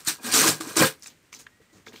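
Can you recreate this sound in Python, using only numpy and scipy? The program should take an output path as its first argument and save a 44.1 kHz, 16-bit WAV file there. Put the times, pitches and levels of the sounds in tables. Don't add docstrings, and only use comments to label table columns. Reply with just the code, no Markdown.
import sys
import numpy as np
from scipy import signal
from scipy.fft import rfft, irfft
from scipy.io import wavfile
from scipy.ndimage import uniform_filter1d

SR = 44100
rng = np.random.default_rng(int(sys.argv[2]) if len(sys.argv) > 2 else 0)


def decibels_to_gain(level_db):
    exponent = np.asarray(level_db, float) / 20
    return 10 ** exponent


def transcribe(signal):
    frames = np.atleast_2d(signal).T
    limited = np.clip(frames, -1, 1)
    pcm = np.round(limited * 32767).astype(np.int16)
    wavfile.write(sys.argv[1], SR, pcm)


N = 88200


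def evened(x):
    return x / np.sqrt(np.mean(x ** 2) + 1e-20)


def colour(x, points):
    f, db = np.transpose(points)
    hz = np.fft.rfftfreq(len(x), 1 / SR)
    curve = np.interp(np.log(hz + 1), np.log(f), db)
    return irfft(rfft(x) * decibels_to_gain(curve), len(x))


def resonate(x, hz, width):
    b, a = signal.iirpeak(min(hz, SR / 2.2), hz / min(width, SR / 3), SR)
    return signal.lfilter(b, a, x)


def peel():
    # time in seconds, crackle level in dB,
    # box drumming in dB relative to the crackle.
    pull = [
        [(0.0, -44, -12), (0.034, -55.5, -2), (0.046, -55, -8), (0.078, -22.5, -26), (0.094, -22, -16.5),
         (0.178, -53, -11.5), (0.195, -57, 13.5)],
        [(0.195, -66, 19), (0.229, -44.5, -8), (0.241, -38.5, -2.5), (0.267, -32, -5), (0.311, -34, -2),
         (0.32, -26.5, -9)],
        [(0.32, -30, -1.5), (0.34, -21, -7.5), (0.412, -18, -6.5), (0.448, -22, -4.5), (0.484, -18, -6.5),
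         (0.578, -45, -3.5), (0.6, -53, 6.5)],
        [(0.6, -50, -12), (0.61, -34, -4.5), (0.642, -43.5, 0), (0.664, -43.5, 3), (0.692, -38, -1.5),
         (0.718, -41.5, -2), (0.75, -40, -6.5)],
        [(0.75, -44, -5.5), (0.762, -33.5, -1.5), (0.768, -21, -4), (0.83, -18.5, -0.5), (0.864, -20, -10),
         (0.99, -68, -13), (1.0, -70.5, -23.5)],
    ]
    # frequency in Hz, density in dB per Hz.
    crackle_curve = [(460, -35.5), (820, -6), (1650, -4.5), (3100, -4), (5100, -3), (7400, -1.5),
                     (11200, -1), (16300, -3)]
    # time in seconds, ring in dB.
    ring_curve = [(.08, 0.5), (.3, 1), (.35, 5.5), (.44, 0), (.49, 2), (.62, 3), (.78, -0.5), (.82, -3.5),
                  (.9, -4.5)]
    t = np.arange(N) / SR
    s, db, box_db = np.concatenate(pull).T
    s = np.maximum.accumulate(s)
    level = decibels_to_gain(np.interp(t, s, db, right=-120))

    clump_s, clump_db = 0.0023, -0.5
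    wander = uniform_filter1d(rng.standard_normal(N), round(clump_s * SR) + 1)
    clumps = decibels_to_gain(clump_db * evened(wander))

    crackle = grains(slips(per_s=8000, spread_db=2.5) * clumps, t60=0.0059)
    film = patchy(colour(crackle, crackle_curve))
    ring = resonate(film, hz=6850, width=7200)
    film = film + ring * (decibels_to_gain(np.interp(t, *np.transpose(ring_curve))) - 1)

    knocks = resonate(slips(per_s=1700, spread_db=3.0) * clumps, hz=620, width=1700)
    drive = evened(knocks) * level * decibels_to_gain(np.interp(t, s, box_db))
    return film * level + decibels_to_gain(-4) * box(drive) / 4


def slips(per_s, spread_db):
    draw = rng.random(N)
    size = np.minimum(rng.exponential(1, N), 5)
    clicks = rng.choice([-1., 1.], N) * decibels_to_gain(spread_db * size)
    return evened(clicks * (draw < per_s / SR))


def grains(clicks, t60, count=16):
    noise = rng.standard_normal((count, 600))
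    kind = rng.integers(0, count, N)
    fade = decibels_to_gain(-60 * np.arange(noise.shape[1]) / SR / t60)
    out = np.zeros(N)
    for k, hz in enumerate(np.geomspace(800, 14000, count)):
        pitched = evened(resonate(noise[k], hz, 0.73 * hz))
        burst = evened(0.76 * noise[k] + pitched) * fade
        out += signal.oaconvolve(clicks * (kind == k), burst)[:N]
    return evened(out)


def patchy(x):
    patch_db, patch_frames, patch_bins = 1.5, 14, 4
    z = signal.stft(x, nperseg=256, noverlap=192)[2]
    patch = uniform_filter1d(rng.standard_normal(z.T.shape), patch_frames, 0)
    patch = uniform_filter1d(patch, patch_bins, 1)
    z = z * decibels_to_gain(patch_db * evened(patch).T)
    return evened(signal.istft(z, nperseg=256, noverlap=192)[1][:N])


def box(drive):
    # mode frequency in Hz, width in Hz, level in dB.
    modes = [(111.1, 31, -8.5), (153, 10, -10), (193.5, 26, -10), (259.6, 41, -10), (328, 70, -6.5),
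             (441.4, 28, -9), (528, 55, -11), (648, 32, -16), (734.4, 54, -13.5), (1100, 350, -4.5),
             (1618, 60, -5), (2430, 53, -8)]
    max_q = 24
    out = np.zeros(len(drive))
    for k, (hz, width, db) in enumerate(modes):
        width = max(width, hz / max_q)
        mode = resonate(resonate(drive, hz, width), hz, 3 * width)
        out += (-1) ** k * decibels_to_gain(db) * mode / np.sqrt(width / SR)
    return out


def damped_rings(strikes):
    out, t = np.zeros(N + 3000), np.arange(3000) / SR
    for s, db, hz, t60 in strikes:
        rough = rng.standard_normal(3000)
        edge = resonate(resonate(rough, hz, hz), hz, 1.1 * hz) / np.sqrt(hz / 8000)
        ring = np.sin(2 * np.pi * hz * t) + 1.02 * edge
        rise = np.minimum(t / 0.00023, 1)
        out[round(s * SR):][:3000] += ring * decibels_to_gain(db - 60 * t / t60) * rise
    return out[:N]


def more_snaps():
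    # start in seconds, peak level in dB, pitch in Hz, t60 in seconds.
    more_strikes = [(0.073, -15.5, 6900, 0.016), (0.084, -22, 8800, .015), (0.3244, -23.5, 4770, 0.055),
                    (0.335, -16.5, 5150, 0.015), (0.3395, -17, 6950, 0.052), (0.355, -17.5, 5840, .02),
                    (0.373, -13, 5180, 0.014), (.378, -13, 7220, 0.018), (0.3905, -13.5, 6390, 0.012),
                    (0.391, -16, 2300, .012), (0.404, -19, 6200, 0.017), (0.415, -14, 7200, .02),
                    (0.412, -21, 1600, 0.019), (.435, -22.5, 3300, 0.01016), (0.453, -9.5, 7000, .005),
                    (0.455, -23.5, 5470, 0.013), (0.4794, -12, 7030, 0.012), (0.486, -17, 7170, 0.022),
                    (0.486, -20, 5250, 0.076), (.501, -19.5, 5450, 0.016), (0.7569, -22, 1978, 0.0061),
                    (0.77, -23.5, 1810, .012), (.764, -25, 6000, .006), (.7705, -9, 9000, 0.0057),
                    (.7715, -13.5, 5000, 0.0088), (0.79, -18, 5330, .02), (.791, -17.5, 7000, 0.013),
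                    (.796, -14, 8100, 0.013), (0.806, -19, 3140, .02), (.833, -20, 5330, 0.02),
                    (0.845, -21.5, 4470, 0.03), (.854, -21.5, 3530, .03)]
    return damped_rings(more_strikes)


def jolts():
    # start in seconds, peak level in dB, pitch in Hz, t60 in seconds.
    booms = [(0.07, -34.5, 312, 0.13), (0.075, -9, 151, 0.014), (0.241, -30.5, 238.3, 0.18),
             (0.274, -27, 225, 0.063), (.455, -16, 328, 0.092), (0.477, -16, 324.6, 0.082),
             (0.485, -41, 152, 0.11), (0.601, -28, 318, 0.17), (.668, -24.5, 305, 0.069),
             (0.763, -18, 328, 0.13), (.806, -19, 314.5, 0.13), (0.81, -18.5, 153, 0.14),
             (.818, -13, 528, 0.16), (0.827, -29, 106, 0.15), (0.8134, -13.5, 2470, 0.021),
             (.823, -11, 1870, 0.013), (0.811, 0, 202, 0.022), (.794, -15.5, 324, 0.086),
             (0.828, -16, 504, 0.072), (0.339, -18, 259, 0.061), (.44, -13, 1100, 0.028),
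             (1.752, -54, 183, 0.23), (1.369, -47, 326, 0.069), (1.39, -64, 220, 0.06),
             (1.408, -56.5, 318, .06), (1.601, -45.5, 440, 0.046), (1.618, -50.5, 300, 0.039),
             (1.728, -43, 320, 0.039), (1.747, -48, 100.7, .15), (1.868, -43, 107, 0.079),
             (1.87, -41, 202, 0.058), (1.942, -57, 294, 0.037), (1.929, -48, 234, 0.099)]
    rise_cycles = 1.74
    out, t = np.zeros(N + SR), np.arange(0, .2, 1 / SR)
    for s, db, hz, t60 in booms:
        rise = np.minimum(t * hz / rise_cycles, 1)
        out[round(s * SR):][:len(t)] += rise * decibels_to_gain(db - 60 * t / t60) * np.sin(2 * np.pi * hz * t)
    return out[:N]


def snaps():
    # start in seconds, peak level in dB, pitch in Hz, t60 in seconds.
    taps = [(0.0492, -33, 8800, 0.016), (0.0586, -40, 6640, 0.0023), (0.3243, -18.5, 9060, 0.014),
            (0.609, -22.5, 1137, 0.023), (0.245, -39.5, 1625, 0.16), (0.758, -23.5, 5600, 0.0061),
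            (0.7708, -10, 6960, 0.0058), (0.996, -44, 11100, 0.0068), (1.228, -58, 12100, 0.013),
            (1.0239, -29.5, 5500, 0.0034), (1.023, -42, 8900, 0.0081), (1.034, -37, 5840, 0.0043),
            (1.0365, -35, 8800, 0.007), (1.043, -32, 5130, 0.0045), (1.0609, -32, 2420, .008),
            (1.0609, -37.5, 1310, 0.0092), (1.061, -37, 8500, .006), (1.07, -38, 6060, .005),
            (1.073, -28.5, 7540, 0.0061), (1.0806, -28, 5500, 0.0028), (1.328, -41, 1100, 0.012),
            (1.328, -39, 2300, 0.017), (1.33, -36, 6400, 0.0091), (1.339, -37.5, 2280, 0.017),
            (1.341, -39.5, 6050, 0.013), (1.345, -37, 6300, .004), (1.103, -59, 600, 0.0078),
            (1.348, -25, 6000, 0.0036), (1.365, -34.5, 5800, 0.0015), (1.467, -34.5, 1680, 0.018),
            (1.466, -44, 3000, 0.0067), (1.464, -46, 1100, 0.0071), (1.4693, -42, 1900, 0.015),
            (1.4733, -43.5, 2970, 0.0031), (1.8656, -38.5, 2130, .02), (1.866, -52, 3470, 0.019),
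            (1.87, -34.5, 1240, 0.0095), (1.878, -38.5, 2300, 0.016), (1.883, -39.5, 3500, .02),
            (1.9242, -41, 930, 0.014), (1.923, -44, 1800, .01), (1.942, -38, 1630, 0.0063),
            (1.941, -40, 900, .01), (1.96, -38.5, 2290, .015), (1.961, -40, 3140, 0.01),
            (1.977, -43.5, 2450, .015), (1.985, -45, 3340, .015)]
    return damped_rings(taps)


def handling():
    # start in seconds, length in seconds, crackle in dB, crackle centre in Hz, box in dB.
    grips = [(0.997, 0.022, -67.5, 8040, -87), (1.0237, 0.013, -53.5, 6600, -75),
             (1.054, 0.015, -52.5, 6470, -77), (1.072, 0.039, -64.5, 3140, -57),
             (1.176, 0.016, -79, 7850, -79.5), (1.321, 0.035, -55, 5200, -56),
             (1.356, 0.01, -63.5, 5000, -58), (1.385, 0.025, -54.5, 7700, -55.5),
             (1.587, 0.027, -92, 3060, -59.5), (1.723, 0.06, -68.5, 6400, -53),
             (1.858, 0.036, -60, 5000, -43.5), (1.926, 0.018, -57.5, 2920, -44),
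             (1.952, .078, -60, 3930, -63)]
    grip_s, let_go_db_per_s = 0.0076, -450
    t, film, drive = np.arange(N) / SR, np.zeros(N), np.zeros(N)
    crinkle = grains(slips(per_s=7000, spread_db=0.5), t60=0.0031)
    wide = evened(np.diff(crinkle, prepend=0) + 5.3 * crinkle)
    knocks = evened(resonate(resonate(slips(2500, 1.5), 330, 600), 330, 900))
    for start, length, db, hz, box_db in grips:
        rise = np.clip((t - start) / grip_s, 0, 1)
        grip = rise * decibels_to_gain(let_go_db_per_s * np.maximum(t - start - length, 0))
        hump = evened(resonate(resonate(wide, hz, hz), hz, hz))
        film += decibels_to_gain(db) * grip * (hump + decibels_to_gain(3.5) * wide)
        drive += decibels_to_gain(box_db - 25) * grip * knocks
    return film + box(drive)


def room(x):
    t60 = .1
    t = np.arange(SR // 3) / SR
    tail = rng.standard_normal(len(t)) * decibels_to_gain(-60 * t / t60) * (t > .003)
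    return signal.fftconvolve(x, tail / np.linalg.norm(tail))[:N]


def hush():
    # frequency in Hz, density in dB per Hz.
    hush_curve = [(32, 8.5), (110, 3.5), (280, 0), (750, -10.5), (1950, -7), (4100, -15), (8100, -15.5),
                  (16300, -21.5)]
    swell = decibels_to_gain(1.7 * evened(uniform_filter1d(rng.standard_normal(N), 1500)))
    return decibels_to_gain(-61) * swell * evened(colour(rng.standard_normal(N), hush_curve))


def whine():
    start_s, end_s, start_hz, rise_hz_per_s, width_hz = 1.48, 1.76, 1860, 450, 35
    t = np.arange(N) / SR
    on = np.clip((t - start_s) / .05, 0, 1) * np.clip((end_s - t) / .05, 0, 1)
    waver = signal.lfilter(*signal.butter(2, width_hz, fs=SR), rng.standard_normal(N))
    hz = start_hz + rise_hz_per_s * (t - start_s)
    tone = np.sin(2 * np.pi * np.cumsum(hz) / SR)
    return decibels_to_gain(-71) * on * evened((2 + evened(waver)) * tone)


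def scene():
    # start in seconds, end in seconds.
    swings = [
        (.047, .054),
        (.755, .808),
        (1.02, 1.105),
        (1.325, 1.385),
    ]
    t = np.arange(N) / SR
    near = peel() + more_snaps() + jolts() + snaps() + handling()
    mid = near + decibels_to_gain(-14) * room(near) + hush() + whine()
    treble = signal.butter(6, 4500, "high", fs=SR, output="sos")
    side = signal.sosfilt(treble, near + 0.297 * room(near))
    swing = uniform_filter1d(sum(1. * (t > a) * (t < b) for a, b in swings), size=100)
    side = decibels_to_gain(-10) * np.roll(side, 40) * swing
    return np.array([mid + side, mid - side])


def roll_off(x):
    return signal.sosfilt(signal.butter(12, 16620, fs=SR, output="sos"), x)


def record(dry):
    # frequency in Hz, gain in dB.
    mic_curve = [(8900, 0.5), (10700, -7), (12400, -3.5), (16300, -1)]
    heard = np.array([colour(x, mic_curve) for x in dry])
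    cut = signal.sosfilt(signal.butter(2, 80, "high", fs=SR, output="sos"), heard)
    band_limit = signal.firwin(511, 15620, window=("kaiser", 9), fs=SR)
    mix = signal.oaconvolve(cut, band_limit[None], "same")
    return roll_off(mix)


dry = scene()
out = record(dry)
transcribe(out)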